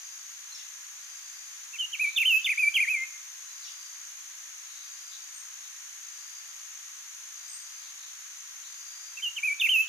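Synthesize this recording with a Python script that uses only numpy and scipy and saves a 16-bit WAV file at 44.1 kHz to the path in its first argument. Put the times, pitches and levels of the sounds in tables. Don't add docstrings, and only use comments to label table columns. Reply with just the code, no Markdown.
import sys
import numpy as np
from scipy import signal
from scipy.fft import rfft, irfft
from scipy.io import wavfile
from scipy.ndimage import uniform_filter1d

SR = 44100
rng = np.random.default_rng(int(sys.argv[2]) if len(sys.argv) > 2 else 0)


def unload_audio(sound):
    columns = np.transpose(np.atleast_2d(sound))
    steps = np.round(np.clip(columns, -1, 1) * 32767)
    wavfile.write(sys.argv[1], SR, steps.astype(np.int16))


N = 435708
T = np.arange(N) / SR


def undb(db):
    return 10 ** (np.asarray(db) / 20)


def level(x, db):
    return x * undb(db) / np.sqrt(np.mean(x ** 2))


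def at_pitch(table, hz):
    table_hz, value = np.transpose(table)
    return np.interp(np.log(np.maximum(hz, 1)), np.log(table_hz), value)


def colour(x, table):
    gain = undb(at_pitch(table, np.fft.rfftfreq(N, 1 / SR)))
    return irfft(rfft(x) * gain, N)


def walk(rate):
    hold = max(int(SR / rate), 2)
    steps = np.repeat(rng.standard_normal(N // hold + 1), hold)
    wander = uniform_filter1d(steps, hold)[:N]
    return wander / wander.std()


def turn(hz):
    return 2 * np.pi * np.cumsum(hz) / SR


def throb(rate_hz, sharp, unsteady):
    phase = turn(rate_hz * (1 + unsteady * walk(12)))
    return np.exp(sharp * (np.cos(phase) - 1))


def scatter(x, t60, db, delay=0.003, uneven=1):
    t = T[:SR]
    spread = np.exp(uneven * np.clip(rng.standard_normal((2, SR)), -4, 4))
    sizes = rng.standard_normal((2, SR)) * spread
    fade = np.exp(-np.log(1000) * t / t60)
    echoes = sizes * fade * (t > delay)
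    echoes /= np.sqrt(np.sum(echoes ** 2, axis=1, keepdims=True))
    return undb(db) * signal.fftconvolve(x[None], echoes, axes=1)[:, :N]


def place(x, left_db):
    return x * undb(np.vstack([left_db, -left_db]) / 2)


# (frequency [Hz], relative gain [dB])
CICADA_BODY = [(4900, -52.5), (5500, -8), (5850, -6.5), (6050, 0.5), (6190, -2), (6305, 4.5), (6450, 0.5),
               (6600, 3), (6880, -8), (7150, -18.5), (7400, -40)]


def cicada_chorus(near_db=-3, blur=1):
    bursts = throb(rate_hz=56.4, sharp=.45, unsteady=.016)
    near = level(colour(rng.standard_normal(N) * bursts, CICADA_BODY), near_db)
    around = level(colour(rng.standard_normal((2, N)) * (blur + bursts), CICADA_BODY), 0)
    ports = np.array([np.roll(near, -6), near])
    drift = undb(0.12 * walk(3.4))
    return place(level(ports + around, -45.5) * drift, left_db=2.0)


SAG_TIMES = [.19, 1.742, 3.58, 4.58, 5.47, 6.401, 7.26, 8.888, 9.66]


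def high_cicada(pitch_hz=7040, sag_hz=249, sag_s=0.12, rough=0.013):
    sag = sag_hz * sum(np.exp(-((T - time) / sag_s) ** 2) for time in SAG_TIMES)
    pitch = (pitch_hz - sag) * (1 + rough * walk(400))
    tone = throb(rate_hz=61.2, sharp=0.78, unsteady=0.02) * np.sin(turn(pitch))
    heard = place(tone + scatter(tone, t60=.3, db=-4), left_db=4)
    return level(heard, -55.0)


# (start [s], relative level [dB])
CRICKET_TRILLS = [(-.25, -56.5), (1.00, -55.5), (2.28, -55), (3.48, -54), (4.78, -55), (6.02, -55.5),
                  (7.341, -54), (8.67, -54)]


def cricket(pitch_hz=4830, droop_hz=110, length_s=.64, rough=.006):
    loud, droop = np.zeros(N), np.zeros(N)
    for start, db in CRICKET_TRILLS:
        span = (T > start) & (T < start + length_s)
        u = (T[span] - start) / length_s
        loud[span] = undb(db) * np.abs(np.sin(np.pi * u ** 0.67)) ** 0.58
        droop[span] = droop_hz * u ** 3
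    strokes = throb(rate_hz=47.5, sharp=1.9, unsteady=.008)
    pitch = (pitch_hz - droop) * (1 + rough * walk(300))
    trill = loud * level(strokes * np.sin(turn(pitch)), 0)
    return place(undb(-4.5) * trill + scatter(trill, t60=0.26, db=-4.5), left_db=6.0)


# (frequency [Hz], relative gain [dB])
AIR_SPECTRUM = [(200, -55), (310, -42.5), (500, -23.5), (750, -13), (1100, -2.5), (1800, 3), (3200, 1),
                (5200, 0), (7700, -3), (10000, -5.5), (14000, -6)]
# (frequency [Hz], correlation [-1 to 1])
AIR_LIKENESS = [(100, 0.83), (280, 0.1), (610, 1), (1330, 0.26), (2900, -0.27), (8000, -0.022)]


def air():
    likeness = np.clip(at_pitch(AIR_LIKENESS, np.fft.rfftfreq(N, 1 / SR)), -1, 1)
    shares = np.sqrt([1 + likeness, 1 - likeness])
    mid, side = irfft(rfft(rng.standard_normal((2, N))) * shares, N)
    hiss = level(colour(np.array([mid + side, mid - side]), AIR_SPECTRUM), -48.0)
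    return place(hiss * undb(0.1 * walk(3.3)), left_db=0.45)


def chirp(start, length, from_hz, to_hz, db, rasp):
    call = np.zeros(N)
    span = (T > start) & (T < start + length)
    u = (T[span] - start) / length
    pitch = (from_hz + (to_hz - from_hz) * u) * (1 + rasp * walk(900)[span])
    swell = np.sqrt(2 * np.abs(np.sin(np.pi * u)))
    call[span] = undb(db) * swell * np.sin(turn(pitch))
    return call


def twitter(start, length, db, count=6, leap=.13, jump=.04):
    trend = np.linspace(5000, 3404, count)
    leaps = 1 - leap * (-1) ** np.arange(count) + jump * rng.standard_normal(count)
    chirp_s, fall = .015, .8
    return sum(chirp(start + length * k / count, chirp_s, hz, fall * hz, db, rasp=0.013)
               for k, hz in enumerate(trend * leaps))


# (start [s], length [s], first pitch [Hz], last pitch [Hz], relative level [dB])
FAR_CHIRPS = [(0.504, 0.03, 4040, 4230, -51.5), (0.544, .02, 5540, 5430, -44.5),
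              (3.475, .028, 4080, 3960, -55), (3.638, .025, 6200, 5200, -46.5),
              (5.335, 0.046, 8450, 8700, -51.5), (7.476, 0.096, 8030, 8470, -47),
              (7.478, .032, 4950, 5130, -58)]
# (start [s], length [s], relative level [dB])
TWITTERS = [(0.544, .06, -54.5), (3.618, .075, -52)]
# (start [s], length [s], relative level [dB])
RASPS = [(1.945, 0.24, -57), (4.65, 0.23, -59.5), (5.107, 0.046, -51.5), (5.615, .04, -59),
         (7.79, .092, -59), (7.966, 0.14, -58.5), (8.63, 0.046, -54.5)]


def far_birds(rasp_hz=3935):
    chirps = sum(chirp(*row, rasp=0.009) for row in FAR_CHIRPS)
    twitters = sum(twitter(*row) for row in TWITTERS)
    rasps = sum(chirp(start, length, rasp_hz, rasp_hz, db, rasp=0.067) for start, length, db in RASPS)
    calls = chirps + twitters + rasps
    return place(undb(-2.5) * calls + scatter(calls, t60=0.38, db=4.0), left_db=2.5)


# (start [s], length [s], relative level [dB], rise [s], top [Hz])
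FLICKS = [(1.729, 0.043, -40, .016, 2710), (1.923, .037, -31.5, .006, 3170)]
# (start [s], length [s], relative level [dB], top [Hz], dip [Hz], hump [Hz])
ZIGZAGS = [(2.157, .084, -22.5, 3620, 2490, 2730), (2.440, 0.1, -22.5, 3570, 2040, 2553),
           (2.738, .120, -21, 3274, 2090, 2500)]
# (start [s], length [s], relative level [dB],
# attack [s], fade [dB], scoop [s], first pitch [Hz], crest [Hz], trough [Hz])
WHISTLES = [(1.778, 0.08, -25, 0.028, 7, .016, 2600, 3130, 2814),
            (1.987, 0.11, -23.5, .016, 0.5, .033, 2100, 2555, 2255),
            (2.243, .139, -21.5, .016, 0.5, .021, 1900, 3114, 2562),
            (2.569, 0.12, -22, 0.013, 0, 0.031, 2004, 2547, 2298),
            (2.863, .180, -22, 0.013, 5, .048, 1752, 2565, 2075)]


def phrase():
    attack_s = .011
    notes = []
    for start, length, db, rise, top in FLICKS:
        turns = [0, rise / length, 1]
        notes.append((start, length, db, attack_s, 0, turns, [0.9 * top, top, 2066]))
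    for start, length, db, top, dip, hump in ZIGZAGS:
        turns = [0, .09, .46, .645, 1]
        notes.append((start, length, db, attack_s, 0, turns, [.85 * top, top, dip, hump, .69 * hump]))
    for start, length, db, attack, fade, scoop, first, crest, trough in WHISTLES:
        turns = [0, scoop / length, .76, 1]
        notes.append((start, length, db, attack, fade, turns, [first, crest, trough, 1.04 * trough]))
    return notes


def glide(u, turns, pitches, settle=1.35, last_bend=1.4):
    leg = np.interp(u, turns, np.arange(len(turns)))
    rise = np.sin(leg * np.pi / 2)
    slur = 1 - np.abs(np.cos(leg % 1 * np.pi / 2)) ** (2 * settle)
    last = (leg % 1) ** last_bend
    later = np.floor(leg) + np.where(u > turns[-2], last, slur)
    eased = np.where(leg < 1, rise, later)
    return np.interp(eased, np.arange(len(turns)), pitches)


# (frequency [Hz], relative gain [dB])
BEAK = [(3500, -30), (5000, -37), (7500, -54), (8700, -32.5), (9700, -24), (10800, -35.5), (12000, -36),
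        (13200, -23.5), (15000, -33)]
# (pitch [Hz], gain [dB])
CARRY = [(1750, -14.5), (2050, -12), (2140, -4.5), (2250, -5.5), (2360, 1), (2470, -7.5), (2560, -1),
         (2660, -1), (2800, -0.5), (3080, -0.5), (3300, -6), (3650, -3)]
# (pitch [Hz], left minus right [dB])
PITCH_LEAN = [(2120, 0), (2420, 1), (2530, -3), (2650, -5), (2850, -1), (3500, -3.5)]


def peppershrike(waver=0.0043, flutter_db=1.0, overtone_db=1, full_db=-23, brighten=0.18):
    repeat_s, release_s = 7.436, 0.0045
    harsh_db, fast_hz_per_s = 4.5, 60000
    whistle, sheen, lean = np.zeros((3, N))
    quiver, flutter = 1 + waver * walk(400), flutter_db * walk(70)
    for delay in (0, repeat_s):
        for start, length, db, attack, fade_db, turns, pitches in phrase():
            span = (T > start + delay) & (T < start + delay + length)
            t = T[span] - start - delay
            aim = glide(t / length, turns, pitches)
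            pitch = aim * quiver[span]
            phase = turn(pitch)

            gate = np.clip(np.minimum(t / attack, (length - t) / release_s), 0, 1)
            envelope = np.sin(gate * np.pi / 2) ** 2
            carry = uniform_filter1d(at_pitch(CARRY, pitch), size=100)
            loud = undb(db - fade_db * t / length + carry + flutter[span]) * envelope

            speed = np.abs(np.diff(aim, prepend=aim[:1])) * SR
            harsh = undb(harsh_db * np.minimum(speed / fast_hz_per_s, 1))
            effort = (loud / undb(full_db)) ** brighten
            overtones = harsh * sum(undb(at_pitch(BEAK, k * pitch) + overtone_db) * np.sin(k * phase)
                                    for k in range(2, 6))

            whistle[span] += np.sqrt(2) * loud * np.sin(phase)
            sheen[span] += np.sqrt(2) * loud * overtones * effort
            lean[span] = at_pitch(PITCH_LEAN, pitch)
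    voice = whistle + sheen
    branches = scatter(voice, t60=.1, db=-8, delay=.003, uneven=2.4)
    wood = scatter(whistle, t60=0.78, db=-14.5, delay=.014, uneven=1.7)
    twigs = scatter(sheen, t60=0.2, db=-4.5, delay=0.0085, uneven=1.1)
    return place(voice, lean) + branches + wood + twigs


def scene():
    insects = cicada_chorus() + high_cicada() + cricket()
    return insects + air() + far_birds() + peppershrike()


def record(dry, low_cut_hz=250, top_hz=14100):
    thin = signal.sosfilt(signal.butter(4, low_cut_hz, "high", fs=SR, output="sos"), dry)
    return signal.sosfilt(signal.ellip(12, .1, 80, top_hz, fs=SR, output="sos"), thin)


dry = scene()
out = record(dry)
unload_audio(out)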